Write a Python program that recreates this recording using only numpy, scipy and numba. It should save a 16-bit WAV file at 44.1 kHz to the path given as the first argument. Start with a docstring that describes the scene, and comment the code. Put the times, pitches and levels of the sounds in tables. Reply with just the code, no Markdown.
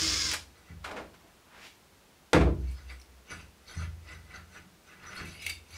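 """A cordless drill runs down and locks, is dragged and lifted off the floor and set down hard on a wooden bench.
Then a hand rummages among metal bits and screws while soft bumps shake the bench and a low hum swells.
Gear noise and metal pieces are random impacts filtered by resonances; the bench is a sum of decaying modes,
rubbing is moving bands of friction grains, and sparse reflections and filtered noise give the room and its air."""
import sys
import numpy as np
from scipy import signal
from scipy.fft import rfft, irfft
from scipy.io import wavfile
from scipy.ndimage import uniform_filter1d
from numba import njit

SR = 44100
rng = np.random.default_rng(int(sys.argv[2]) if len(sys.argv) > 2 else 0)


def pcm_store(signal):
    """Save signal as 16-bit PCM."""
    levels = np.round(np.clip(np.atleast_2d(signal), -1, 1) * 32767)
    wavfile.write(sys.argv[1], SR, levels.astype(np.int16).T)


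N = 254587

# Spectrum of the still room. Each row: frequency in Hz, relative density in dB per Hz.
AIR_SPECTRUM = [(15, -58), (25, -16), (76, -2), (113, -9.5), (200, -5.5), (291, -11), (342, -8.5),
                (637, -13), (691, -12.5), (749, -12.5), (1930, -17), (5230, -21.5), (15800, -29.5)]
# Reverberation of the room. Each row: frequency in Hz, time to fall 60 dB in s.
ROOM_DECAY = [(200, 0.53), (530, 0.33), (1390, 0.23), (3680, 0.3), (9700, 0.27), (15000, 0.23)]
# Swells of the low hum. Each row: time at full level in s, level in dB, rise in s.
HUM_SWELLS = [(4.45, -62, 0.32), (4.65, -61, 0.17), (5.24, -56.5, 0.49)]
# Bench-top modes. Each row: frequency in Hz, level in dB, 60 dB decay time in s for a brief contact,
# build-up time in s before the contact's share, signed weight.
BENCH_MODES = [(83.1, -0.5, 0.77, 0.02, 0.65), (103.1, -2.5, 0.62, 0.061, -0.54),
               (133.9, -1.5, 0.8, 0.0074, 0.32), (162.55, 1, 0.56, 0.042, -0.66),
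               (182.6, -6.5, 0.45, 0.023, 0.97), (200.5, -4.5, 0.53, 0.038, 0.73),
               (235, -25, 0.73, 0.016, 0.53), (266.6, -6.5, 0.45, 0.015, 0.74),
               (343, -9, 0.53, 0.023, -1.27), (406, -8, 0.56, 0.011, -0.86), (453, -7, 0.22, .01, 0.68),
               (512, -11.5, 0.22, 0.007, -1.4), (640, -18, 0.25, 0.011, 0.71),
               (900, -7, 0.13, 0.0042, -0.87)]
# The frame's two lowest modes start opposed and beat. Each row: frequency in Hz, 60 dB decay time in s, weight.
FRAME_MODES = [(61.1, 1.2, 1), (65.15, 1.25, -.68)]
# Blows that shake the bench. Each row: start in s, top level in dB, contact time in s, frame sway level in dB.
BUMPS = [(.0, -34.5, 0.0045, -34.5), (0.117, -35.5, 0.0083, -41), (.238, -43.5, 0.0033, -42),
         (.69, -38, 0.0039, -44), (.998, -50, 0.002, -75), (2.332, -15, 0.00055, -15.5),
         (2.405, -28, 0.0028, -30), (3.311, -41, 0.0039, -49.5), (3.758, -25.5, 0.0062, -37.5),
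         (4.119, -43.5, .0047, -50), (4.359, -44.5, 0.0079, -60), (4.549, -53.5, 0.0018, -78),
         (5.021, -48, .0056, -64), (5.202, -38, 0.0022, -56), (5.44, -39, 0.0097, -47.5),
         (5.719, -39.5, 0.0085, -69)]
# A drag over the floor with a faint trail after it, a sleeve sweeping up in two moves. Each row: time at full
# level in s, level in dB, rise in s, hold in s, first centre in Hz, last centre in Hz, glide in s.
RUBS = [(0.859, -41, 0.031, 0.15, 1650, 490, .11), (1.201, -64.5, .15, 0.1, 850, 860, .1),
        (1.549, -53, .15, 0.037, 900, 1150, .15), (1.645, -47, .2, 0.018, 1000, 3130, 0.3)]
# Rings of the heavy pieces. Each row: frequency in Hz, width in Hz before broadening, level in dB.
HEAVY_RINGS = [(1245, 17.5, -1), (1376, 31, -4), (1492, 63, 2), (1707, 117, -6.5), (2001, 38.5, 2.5)]
# Rings of the light pieces. Each row: frequency in Hz, width in Hz before broadening, level in dB.
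LIGHT_RINGS = [(2270, 50, 3.5), (2650, 220, 2.5), (3250, 104, -6), (3634, 36, -2.5), (3920, 52, -4),
               (4240, 80, -7), (4420, 150, -6), (4625, 78, -5.5), (5080, 59, -5), (5938, 38, -2.5),
               (6140, 180, -8), (6810, 34, -8.5), (7160, 77, -15), (7670, 50, -11.5), (8150, 230, -14.5),
               (8850, 100, -15), (9000, 44, -13.5), (9900, 49, -11), (9420, 82, -19), (10500, 190, -12.5),
               (11300, 92, -16.5), (12600, 33, -19), (13300, 38, -20), (14600, 61, -25)]
# Spectrum of pieces sliding. Each row: frequency in Hz, relative density in dB per Hz.
SLIDE_SPECTRUM = [(150, 1.5), (250, -5), (354, -0.5), (857, -7), (1350, -2), (2000, -10), (2260, -14),
                  (4380, -15), (15800, -57)]
# Strokes of the hand among the bits. Each row: time at full level in s, heavy pieces in dB,
# light pieces in dB, rise in s, hold in s.
STIRS = [(.57, -61.5, -65, .06, 0.025), (0.692, -57.5, -61, 0.076, 0.027), (2.63, -62, -67, .04, .005),
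         (2.707, -78, -56, 0.092, .005), (2.795, -56, -58, 0.088, .005), (2.914, -49.5, -50, 0.059, 0.0042),
         (3.317, -41.5, -43, 0.043, 0.013), (3.411, -58, -52.5, 0.046, .005),
         (3.698, -53, -52.5, 0.034, 0.024), (3.812, -44.5, -48, .16, 0.024),
         (4.103, -47.5, -51.5, 0.085, .04), (4.354, -44.5, -50.5, 0.11, .015),
         (4.57, -46.5, -50.5, 0.082, 0.0054), (4.888, -54.5, -59, .05, 0.055),
         (5.047, -47, -53, 0.093, 0.096), (5.201, -39.5, -44, 0.083, 0.0086),
         (5.28, -61.5, -55.5, .06, 0.063), (5.474, -61.5, -41, 0.22, 0.038), (5.78, -53, -44.5, 0.13, .01)]
# Single clinks of light pieces. Each row: start in s, level in dB, decay constant of the drive in s,
# main ring in Hz, relative level of that ring in dB.
CLINKS = [(2.899, -34, 0.0074, 2226, 27), (2.998, -43, 0.003, 5800, 11), (3.014, -42, 0.0042, 5350, 8),
          (3.673, -41.5, 0.041, 4420, 18), (5.164, -34, 0.017, 4370, 19), (5.253, -34.5, 0.027, 2620, 6),
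          (5.419, -32, 0.014, 2270, 7), (5.464, -16.5, 0.0037, 2270, 4), (5.495, -20.5, 0.0057, 2270, 4),
          (5.705, -42.5, 0.026, 11100, 4), (5.74, -41, .008, 2270, -5)]
# Hard contacts. Each row: start in s, level in dB, brightness in dB per octave, rise constant in s,
# chatter decay constant in s, high-pass corner in Hz.
KNOCKS = [(0.314, -14, -0.5, 0.0007, 0.0042, 2200), (0.334, -14.5, 2, .0015, 0.012, 696),
          (0.841, -22, -1.5, 0.0051, .017, 570), (.911, -27, -2.5, 0.0012, 0.011, 340),
          (0.961, -26.5, -4, 0.005, 0.028, 596), (1.139, -39.5, -1.5, 0.0026, 0.013, 300),
          (1.244, -41, -15.5, .0015, 0.0096, 304), (2.3314, -2.5, -2.5, 0.00056, 0.0058, 200),
          (2.343, -6.5, -5.5, 0.0019, 0.014, 250), (2.36, -5, -8, 0.0022, 0.013, 249),
          (2.406, -9, -6.5, 0.006, 0.015, 250), (2.466, -12, -13.5, 0.0037, .02, 198),
          (2.71, -46, 11, .004, 0.015, 505), (3.295, -42, -26, .002, .025, 300),
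          (5.2, -50, -15, .01, .019, 200)]
# Spectrum of a hard contact before its brightness. Each row: frequency in Hz, relative density in dB per Hz.
CONTACT_SPECTRUM = [(88, -13), (150, -8.5), (566, -3), (871, -6.5), (1390, -2), (1830, -5), (2020, -4.5),
                    (2700, -6.5), (2920, -8.5), (9260, -19), (16000, -36)]
# Gear rate running down. Each row: time in s, rate in Hz.
GEAR_RATE = [(0, 665), (.07, 640), (.18, 563), (.26, 532), (.3, 500), (.345, 441)]
# Meshing noise. Each row: frequency in Hz, relative density in dB per Hz.
MESH_SPECTRUM = [(120, -16), (200, -14.5), (340, -6), (366, -9.5), (863, -21.5), (1100, -12.5),
                 (1200, -9.5), (2190, -10), (2400, -9), (4160, -4), (5180, 2), (13900, -32), (15800, -31)]
# Resonances of the drill's shell. Each row: frequency in Hz, width of each of two poles in Hz, level in dB.
SHELL_MODES = [(2150, 98, -2), (2850, 28, -14), (3200, 44, -17), (3430, 260, -4), (4580, 24, -18),
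               (5070, 150, 2), (5400, 110, -13), (5900, 63, -9), (5830, 29, 2), (6630, 170, 5),
               (7170, 95, 1), (8700, 73, -3)]
# Tones tied to the gear rate. Each row: multiple of the rate, relative level in dB.
GEAR_TONES = [(.5, 0), (2, -7), (3, -4), (4, -2)]
# Tone of the speed controller: starting frequency in Hz, starting level in dB.
CONTROLLER_TONE = (15420, -57)

# Source levels are in dB before the mix in scene().
AIR_DB = -60.5
HUM_HZ, HUM_HOLD_S, HUM_FALL_DB_PER_S = 185.5, 0.012, 113
RISE_DB = 25  # growth of any stroke during its rise
DEEP_DB, PLAIN_CONTACT_S = 2, .0018  # the lowest top mode gains this much each time the contact doubles
RUB_FALL_DB_PER_S = 254
STIR_FALL_DB_PER_S, LIGHT_LEAD_S = 291, 0.011  # the light pieces move first
GEAR_DB, GEAR_SAG_DB_PER_S = -26, 14
LOCK_S, LOCK_DB_PER_S = .33, 2000  # the gears stop
WHINE_DB, WHINE_SWELL_DB_PER_S, WHINE_FULL_S = -41.5, 64, 0.15  # the tones come up as the speed falls
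GROWL_DB, GROWL_FADE_DB_PER_S = -41.5, 65  # the half-rate tone instead dies away from the start
BAND_LIMIT_HZ = 15750


def amp(db):
    """Level definition: the amplitude gain of a level in dB."""
    return 10 ** (np.asarray(db) / 20)


def even(x):
    """Power normalization: scales to rms 1."""
    return x / np.sqrt(np.mean(x ** 2) + 1e-20)


def steady(x, span_s):
    """Short-time power normalization: evens the slow level of a random sound."""
    power = abs(uniform_filter1d(x ** 2, round(span_s * SR)))
    return x / np.sqrt(power + 1e-20)


def read(points, hz):
    """Interpolation of a table on a logarithmic frequency axis."""
    f, value = np.transpose(points)
    return np.interp(np.log(hz + 1), np.log(f + 1), value)


def add(mix, s, sound):
    """Superposition: adds a sound to the mix at time s."""
    part = mix[round(s * SR):][:len(sound)]
    part += sound[:len(part)]


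def colour(x, points, tilt_db=0.):
    """Spectral shaping by a table, tilted in dB per octave about roughly 1 kHz."""
    hz = np.fft.rfftfreq(len(x), 1 / SR)
    tilt = tilt_db * np.log2((hz + 100) / 1000)
    return irfft(rfft(x) * amp(read(points, hz) + tilt), len(x))


@njit
def smooth(x, r):
    """First-order low-pass filtering with a pole that may change."""
    out, y = np.empty_like(x), 0j
    for i in range(len(x)):
        y = r[i] * y + (1 - r[i]) * x[i]
        out[i] = y
    return out


def resonate(x, hz, width):
    """Heterodyne resonance: shifts a moving centre to zero, smooths, and shifts it back."""
    turn = np.exp(2j * np.pi * np.cumsum(hz) / SR)
    r = np.exp(-np.pi * width / SR)
    return 2 * (turn * smooth(x / turn, r)).real


def twice(x, hz, width):
    """Second-order resonance: one fixed complex pole applied two times for steep skirts."""
    r = np.exp(-np.pi * width / SR)
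    pole = r * np.exp(2j * np.pi * hz / SR)
    return 2 * signal.lfilter([(1 - r) ** 2], [1, -2 * pole, pole ** 2], x + 0j).real


def taps(count, per_s, spread_db):
    """Impulsive excitation: a random train of small impacts, a few much larger."""
    u, size = rng.random(count), rng.exponential(1, count)
    sign = rng.choice([-1., 1.], count)
    return sign * amp(spread_db * np.minimum(size, 4)) * (u < per_s / SR)


def swell(t, s, rise, hold, fall_db):
    """Exponential envelope in dB: rise, hold from time s, then a steady fall per second."""
    growth = -RISE_DB * np.maximum(s - t, 0) / rise
    return growth - fall_db * np.maximum(t - s - hold, 0)


def still_air():
    """Stationary noise: Gaussian noise shaped to the spectrum of the still room."""
    return amp(AIR_DB) * even(colour(rng.standard_normal(N), AIR_SPECTRUM))


def hum():
    """Narrow-band noise: a resonance makes a low tone that comes and goes."""
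    t = np.arange(N) / SR
    level = sum(amp(db + swell(t, s, rise, HUM_HOLD_S, HUM_FALL_DB_PER_S)) for s, db, rise in HUM_SWELLS)
    return level * steady(twice(rng.standard_normal(N), HUM_HZ, 11.0), 0.088)


def room(x):
    """Reverberation: sparse reflections of random sign, each band dying at its own speed."""
    tail = np.zeros(SR)
    at = np.arange(200, SR - 20, 20)
    tail[at + rng.integers(0, 20, len(at))] = rng.choice([-1., 1.], len(at))
    hz, t, bands = signal.stft(tail, SR, nperseg=256)
    decay = amp(-60 * t / read(ROOM_DECAY, hz)[:, None])
    tail = signal.istft(bands * decay, SR, nperseg=256)[1]
    return signal.fftconvolve(x, tail / np.linalg.norm(tail))[:N]


def bump(db, contact, sway_db):
    """Modal excitation: a longer contact excites only the low modes, and each spot favours others."""
    t, top = np.arange(SR + SR // 2) / SR, 0
    spot_db = 0.57 * rng.standard_normal(len(BENCH_MODES))
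    spot_db[0] = DEEP_DB * np.log2(contact / PLAIN_CONTACT_S)
    for k, (hz, mode_db, t60, rise, sign) in enumerate(BENCH_MODES):
        soft = 1 / (1 + (hz * contact) ** 4)
        grow = 1 - np.exp(-t / (rise + 0.88 * contact))  # a soft push builds up slowly
        damped = t60 / (1 + 0.25 * hz * contact * (k > 0))  # the body that pushes also muffles the top
        level_db = mode_db + spot_db[k] - 60 * t / damped
        top = top + sign * soft * amp(level_db) * grow * np.sin(2 * np.pi * hz * t)
    sway = sum(w * amp(-60 * t / t60) * np.sin(2 * np.pi * hz * t) for hz, t60, w in FRAME_MODES)
    late = (1 - np.exp(-t / 0.073)) ** 2  # the heavy frame starts late
    return amp(db) * top + amp(sway_db) * sway * late


def rub(s, level_db, rise, hold, first_hz, last_hz, glide):
    """Friction: fine random grains fill a broad band that moves with the stroke."""
    t = np.arange(s - rise, s + hold + .15, 1 / SR)
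    db = level_db + swell(t, s, rise, hold, RUB_FALL_DB_PER_S)
    hz = first_hz * (last_hz / first_hz) ** np.minimum((t - t[0]) / glide, 1)
    grain = taps(len(t), 9000, 3.6)
    body = resonate(resonate(grain, hz, 1.24 * hz), hz, 1.33 * hz)
    edge = resonate(resonate(grain, 2 * hz, 2 * hz), 2 * hz, 2 * hz)
    return t[0], amp(db) * steady(even(body) + 0.3 * even(edge), 0.024)


def ring(drive, modes, fits_db):
    """Modal resonance of metal pieces, each struck in its own fits and starts."""
    out = 0
    for hz, width, db in modes:
        fits = even(uniform_filter1d(rng.standard_normal(len(drive)), 1500))
        out = out + amp(db + fits_db * fits) * twice(drive, hz, 2.46 * width)
    return out


def rummage():
    """Random collisions: bits and screws jostle, heavy and light rings over a sliding hiss."""
    t = np.arange(STIRS[0][0] - .1, N / SR, 1 / SR)
    n = len(t)
    big, small = np.zeros(n), np.zeros(n)
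    for s, heavy_db, light_db, rise, hold in STIRS:
        big += amp(heavy_db + swell(t, s, rise, hold, STIR_FALL_DB_PER_S))
        small += amp(light_db + swell(t + LIGHT_LEAD_S, s, rise, hold, STIR_FALL_DB_PER_S))
    heavy = steady(ring(taps(n, 2500, 3.), HEAVY_RINGS, 3.), .05)
    light = steady(ring(taps(n, 2500, 1.8), LIGHT_RINGS, 5.3), 0.054)
    slide = even(colour(taps(n, 8000, 1.05), SLIDE_SPECTRUM))
    return t[0], big * heavy + small * light + amp(-2.5) * np.sqrt(big * small) * slide


def clink(db, length, hz, extra_db):
    """Impact resonance: one light piece dropped among the others; its own ring is set apart."""
    t = np.arange(4096) / SR
    drive = rng.standard_normal(len(t)) * np.exp(-t / length) * np.minimum(t / 0.00061, 1)
    sound = even(ring(drive, LIGHT_RINGS, 3.9))
    sound += amp(extra_db - 10) * even(twice(drive, hz, 180.0))
    sound += .5 * even(twice(drive, 7800.0, 8000.0))  # broad treble
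    onset_rms = np.sqrt(np.mean(sound[:400] ** 2))
    return amp(db - 11) * sound / onset_rms


def knock(db, tilt_db, rise, length, low_hz):
    """Hard contact: a short chatter dies away; small parts radiate no bass."""
    t = np.arange(6000) / SR
    burst = colour(rng.standard_normal(len(t)), CONTACT_SPECTRUM, tilt_db)
    high_pass = signal.butter(2, low_hz, "high", fs=SR, output="sos")
    burst = even(signal.sosfilt(high_pass, burst))
    return amp(db - 7) * burst * np.exp(-t / length) * (1 - np.exp(-t / rise))


def drill():
    """Gear meshing: impacts ring the shell and tones follow the falling speed until the gears lock."""
    t = np.arange(0, GEAR_RATE[-1][0], 1 / SR)
    hz = np.interp(t, *np.transpose(GEAR_RATE))
    lock_db = LOCK_DB_PER_S * np.maximum(t - LOCK_S, 0)
    noise_db = GEAR_DB - GEAR_SAG_DB_PER_S * t - lock_db
    whine_db = WHINE_DB - WHINE_SWELL_DB_PER_S * np.maximum(WHINE_FULL_S - t, 0) - lock_db
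    growl_db = GROWL_DB - GROWL_FADE_DB_PER_S * t - lock_db

    mesh = taps(len(t), 6000, 3.6)
    shell = sum(amp(db) * twice(mesh, f, width) for f, width, db in SHELL_MODES)
    noise = even(colour(mesh, MESH_SPECTRUM)) + 0.26 * even(shell)

    turns = np.cumsum(hz) / SR
    # teeth load unevenly
    waver = even(uniform_filter1d(rng.standard_normal((len(GEAR_TONES), len(t))), 600))
    tones = 0
    for (multiple, db), w in zip(GEAR_TONES, waver):
        tone_db = db + 2 * w + (whine_db if multiple > 1 else growl_db)
        tones = tones + amp(tone_db) * np.sin(2 * np.pi * multiple * turns)

    start_hz, switch_db = CONTROLLER_TONE
    switch_hz = start_hz + .7 * (hz[0] - hz)  # rises as the gears slow
    switch = amp(switch_db) * np.sin(2 * np.pi * np.cumsum(switch_hz) / SR)
    return amp(noise_db) * even(noise) + tones + amp(noise_db - noise_db[0]) * switch


def scene():
    """Superposition of direct sound, reflections, the bench with the hum, and the still air."""
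    near, wood = np.zeros(N), hum()
    for s, *row in BUMPS:
        add(wood, s, bump(*row))
    for row in RUBS:
        add(near, *rub(*row))
    add(near, *rummage())
    for s, *row in CLINKS:
        add(near, s, clink(*row))
    for s, *row in KNOCKS:
        add(near, s, knock(*row))
    add(near, 0, drill())
    return (amp(-3.0) * near + amp(-8.5) * room(near) + wood + still_air())[None]


def record(dry):
    """Saturation rounds off the loudest peaks; a linear-phase low-pass then limits the band."""
    rounded = .7 * np.tanh(dry / .7)
    low_pass = signal.firwin(511, BAND_LIMIT_HZ, window=("kaiser", 9), fs=SR)
    return signal.oaconvolve(rounded, low_pass[None], "same")


dry = scene()
out = record(dry)
pcm_store(out)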